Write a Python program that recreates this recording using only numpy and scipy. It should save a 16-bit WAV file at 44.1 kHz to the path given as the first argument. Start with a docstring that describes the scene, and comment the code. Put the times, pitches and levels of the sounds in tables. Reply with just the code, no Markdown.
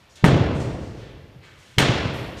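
"""Sledgehammer on a block wall

A sledgehammer strikes a concrete-block wall twice inside a large bare shed, over a faint background noise.
Each blow is a low thud of the wall, a knock of the block and a ring of the steel head, all from struck modes,
plus a noisy crack. The shed, a decaying noise response, rings on for well over a second; dull echoes follow.
Loosened grit, made of random grains, drops a third of a second later; rubble scuffs between the blows."""
import sys
import numpy as np
from scipy import signal
from scipy.io import wavfile

SR = 44100
rng = np.random.default_rng(int(sys.argv[2]) if len(sys.argv) > 2 else 0)


def generate_wav(sig):
    """Save sig (samples, or channels by samples) to the path in sys.argv[1] as 16-bit PCM at SR."""
    pcm = np.round(np.clip(np.atleast_2d(sig).T, -1, 1) * 32767).astype(np.int16)
    wavfile.write(sys.argv[1], SR, pcm)


N = 105840  # samples

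# The hammer blows. Each row: time in seconds, thud level in dB, thud pitch in Hz, knock level in dB,
# crack level in dB, steel ring level in dB, then the bass, middle and treble sent into the shed, in dB.
BLOWS = [(0.2423, 2.5, 180, -2, -31, -29, 1, -9, -6.5),
         (1.7837, -5, 133, -10.5, -24.5, -4.5, -5, 1.5, -1.5)]
# Resonances of the whole wall. Each row: pitch in Hz, level in dB, t60 in seconds.
WALL_MODES = [(77, -11, 0.051), (123, 3, 0.11), (154.8, -0.5, 0.1)]


def amp(db):
    """Turns dB into an amplitude factor."""
    return 10 ** (np.asarray(db, float) / 20)


def rms_one(x):
    """Scales a signal to an RMS of one."""
    return x / np.sqrt(np.mean(x ** 2) + 1e-20)


def at_hz(points, hz):
    """Reads a curve of (Hz, value) points along a logarithmic frequency axis."""
    points_hz, values = np.array(points).T
    return np.interp(np.log(hz), np.log(points_hz), values)


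def clicks(times, levels_db):
    """Single-sample clicks, each shared between its two nearest samples."""
    out = np.zeros(N + 2)
    at = np.asarray(times) * SR
    first, fraction = at.astype(int), at % 1
    np.add.at(out, first, amp(levels_db) * (1 - fraction))
    np.add.at(out, first + 1, amp(levels_db) * fraction)
    return out[:N] + 1e-18  # tiny offset keeps the filters off denormals


def ring(x, modes):
    """Clicks strike a bank of resonators, each a decaying sine (Hz, dB, t60 s)."""
    out = 0
    for hz, db, t60 in modes:
        radius = amp(-60 / (t60 * SR))  # decay per sample
        w = 2 * np.pi * hz / SR
        feedback = [1, -2 * radius * np.cos(w), radius * radius]
        out = out + signal.lfilter([0, amp(db) * np.sin(w)], feedback, x)
    return out


def band(x, low_hz, high_hz):
    """Band-pass filter."""
    sos = signal.butter(2, [low_hz, min(high_hz, .45 * SR)], "band", fs=SR, output="sos")
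    return signal.sosfilt(sos, x)


def bands():
    """Third-octave bands of noise, as (centre Hz, noise)."""
    edges = 22 * 2 ** (np.arange(30) / 3)
    white = rng.standard_normal((2, N + SR // 2))  # neighbouring bands take different noise
    out = []
    for k, (low, high) in enumerate(zip(edges, edges[1:])):
        noise = band(white[k % 2], low, high)[-N:]  # drops the filter's start-up
        out.append((np.sqrt(low * high), noise))
    return out


def swell(start, rise, t60):
    """Envelope that rises from start (rise in seconds), then dies away by 60 dB per t60."""
    t = np.maximum(np.arange(N) / SR - start, 0)
    return (1 - np.exp(-t / max(rise, 1e-4))) * amp(-60 * t / t60)


def grit():
    """Falling grit and scuffed rubble: dense uneven grains, each patch with its own colour."""
    # Patches. Each row: start in seconds, level in dB, rise in seconds, t60 in seconds,
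    # centre in Hz, width in octaves.
    patches = [(-.05, -57.5, 0.013, 0.55, 2000, 3.0), (0.089, -54, 0.017, 0.37, 5500, 0.89),
               (0.1545, -48.5, .001, 0.22, 4440, 1.57), (0.156, -54.5, 0.0093, 0.33, 1330, 3),
               (.54, -53, 0.014, 1.26, 6740, 0.77), (0.597, -43.5, 0.005, 0.28, 5560, 0.9),
               (.78, -49, 0.075, 0.6, 5200, 0.97), (0.961, -46.5, 0.041, 0.41, 2800, 1.84),
               (1.413, -55, 0.0064, 0.45, 1760, 1.22), (1.42, -53.5, 0.01, 0.24, 3770, 0.61),
               (1.43, -62.5, 0.0073, 1.1, 5700, 0.96), (1.575, -59, 0.0083, 4.5, 3800, 2.06),
               (2.125, -50, 0.017, 0.93, 8950, 3.2), (2.364, -39, 0.033, 0.46, 4460, 1.3)]
    grains_per_s, spread_db = 4000, 1.5
    out = 0
    for start, db, rise, t60, hz, octaves in patches:
        present = rng.random(N) < grains_per_s / SR
        size = amp(spread_db * np.minimum(rng.exponential(1, N), 4))
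        grains = present * size * rng.choice([-1, 1], N)
        half_width = 2 ** (octaves / 2)
        coloured = rms_one(band(grains, hz / half_width, hz * half_width))
        out = out + amp(db) * swell(start, rise, t60) * coloured
    return out


def air():
    """Steady background: noise bands weighted into one smooth spectrum."""
    # Spectrum of the background. Each row: frequency in Hz, relative density in dB per Hz.
    spectrum = [(25, -24), (70, 3.5), (140, -1), (300, -8.5), (800, -11), (2200, -15.5), (4000, -20),
                (8000, -33), (15000, -35)]
    level_db = -55.5  # RMS of the whole
    coloured = sum(amp(at_hz(spectrum, hz)) * noise for hz, noise in bands())
    return amp(level_db) * rms_one(coloured)


def wall_thud():
    """The wall yields slowly: one low, soft mode per blow, after a faint low lead-in and a push through the ground."""
    lead_s, t60_s, soft_hz = 0.0019, 0.051, 496
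    ground_lead_s, ground_db, ground_hz = 0.00542, -9.5, 282  # dB relative to the thud
    lead_in_s, lead_in_db = 0.0158, -36                       # dB relative to the thud
    s, thud_db, thud_hz, *_ = np.transpose(BLOWS)
    lead_in = ring(clicks(s - lead_in_s, thud_db + lead_in_db), WALL_MODES)
    ground = ring(clicks(s - ground_lead_s, thud_db + ground_db), [(ground_hz, 0, .02)])
    thud = lead_in + ground
    for t, db, hz in zip(s, thud_db, thud_hz):
        thud = thud - ring(clicks([t - lead_s], [db]), [(hz, 0, t60_s)])  # opposite push
    return signal.sosfilt(signal.butter(2, soft_hz, fs=SR, output="sos"), thud)


def knock_and_steel():
    """Block face and hammer head ring as struck modes, touched twice as the head rebounds."""
    # Block face modes, the knock. Each row: pitch in Hz, level in dB, t60 in seconds.
    block_modes = [(960, -6.5, 0.016), (1230, 4.5, 0.0073), (1830, 7, 0.0051)]
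    # Hammer head modes. Each row: pitch in Hz, level in dB, t60 in seconds.
    steel_modes = [(2160, 2.5, 0.012), (3080, 7.5, 0.0073), (4000, -4, 0.019)]
    rebound_s, rebound_db = 0.0064, -11  # second touch, relative to the first
    s, _, _, knock_db, _, steel_db, *_ = np.transpose(BLOWS)
    touches = np.r_[s, s + rebound_s]
    knock = ring(clicks(touches, np.r_[knock_db, knock_db + rebound_db]), block_modes)
    steel = ring(clicks(touches, np.r_[steel_db, steel_db + rebound_db]), steel_modes)
    return -knock - steel


def crack():
    """Splitting concrete: a sharp burst of bright noise with a little full-range noise under it."""
    rise_s, t60_s, low_hz, high_hz = 0.00065, 0.087, 2500, 7400
    s, _, _, _, crack_db, *_ = np.transpose(BLOWS)
    bright = band(rng.standard_normal(N), low_hz, high_hz)
    noise = rms_one(bright + amp(-11) * rng.standard_normal(N))
    burst = sum(amp(db) * swell(t, rise_s, t60_s) for t, db in zip(s, crack_db))
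    return burst * noise


def shed_pulses():
    """What each blow sends into the shed: one three-band pulse, its top stronger for a clean steel contact."""
    middle_from_hz, treble_from_hz = 1040, 5600
    s, *_, bass_db, middle_db, treble_db = np.transpose(BLOWS)
    bass, middle, treble = clicks(s, bass_db), clicks(s, middle_db), clicks(s, treble_db)

    def under(hz, x):
        return signal.lfilter(*signal.butter(1, hz, fs=SR), x)

    return under(middle_from_hz, bass - middle) + under(treble_from_hz, middle - treble) + treble


def shed(x):
    """Dense reflections of the bare shed: convolution with noise that dies band by band."""
    # Ring time of the shed. Each row: frequency in Hz, t60 in seconds.
    ring_times = [(40, 2.5), (90, 2.0), (130, 2), (200, 1.56), (300, 1.7546), (480, 1.91), (800, 1.5237),
                  (1940, 1.56), (4000, 1.32), (5500, 1.08), (9000, 0.0949), (14000, 0.13)]
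    # Tone of the shed. Each row: frequency in Hz, relative level in dB.
    colour = [(25, -20), (50, 2.5), (85, 8.5), (125, 12), (170, 6), (250, 6), (340, 3.5), (480, 2),
              (800, -3), (1400, -8), (2200, -8), (3300, -10), (5000, -17.5), (8000, -19.5), (14000, -27)]
    shed_db = -4
    build_s, bass_build_cycles = 0.0039, 2.16  # the bass takes some cycles to build
    early_db, early_t60_s = -3.5, 0.18         # near walls add a short first part
    lumpy_db, lump_top_hz = 1, 59              # reflections arrive in clumps
    answer = 0
    for hz, noise in bands():
        build = build_s + bass_build_cycles / hz
        late = swell(0, build, at_hz(ring_times, hz))
        early = amp(early_db) * swell(0, build, early_t60_s)
        answer = answer + amp(at_hz(colour, hz)) * noise * (late + early)
    lumps = rms_one(band(rng.standard_normal(N), lump_top_hz / 3, lump_top_hz))
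    answer = answer * amp(lumpy_db * lumps)
    return amp(shed_db) * signal.fftconvolve(x, answer)[:N]


def echoes():
    """Dull returns of the thud from far walls: wall modes struck again, kept to the low band."""
    # Returns. Each row: time in seconds, level in dB.
    returns = [(0.327, -10), (0.354, -13.5), (.405, -14), (0.511, -23), (0.811, -30), (1.239, -40.5),
               (1.359, -42), (1.891, -14.5), (2.054, -19.5)]
    s, db = np.transpose(returns)
    return band(ring(clicks(s, db), WALL_MODES), 60, 290)


def scene():
    """Blows, echoes and grit, heard directly and through the shed, over the background."""
    bits = grit()
    background = air()
    hammer = wall_thud() + knock_and_steel() + crack()
    reverb = shed(shed_pulses() + amp(-15) * bits)  # grit feeds the shed gently
    return (hammer + echoes() + bits + reverb + background)[None]


def record(dry):
    """Rounds the tallest peaks towards a ceiling, then cuts the top of the spectrum."""
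    ceiling, cutoff_hz = .92, 15500
    rounded = dry / (1 + (dry / ceiling) ** 4) ** .25
    return signal.sosfilt(signal.cheby2(12, 60, cutoff_hz, fs=SR, output="sos"), rounded)


dry = scene()
out = record(dry)
generate_wav(out)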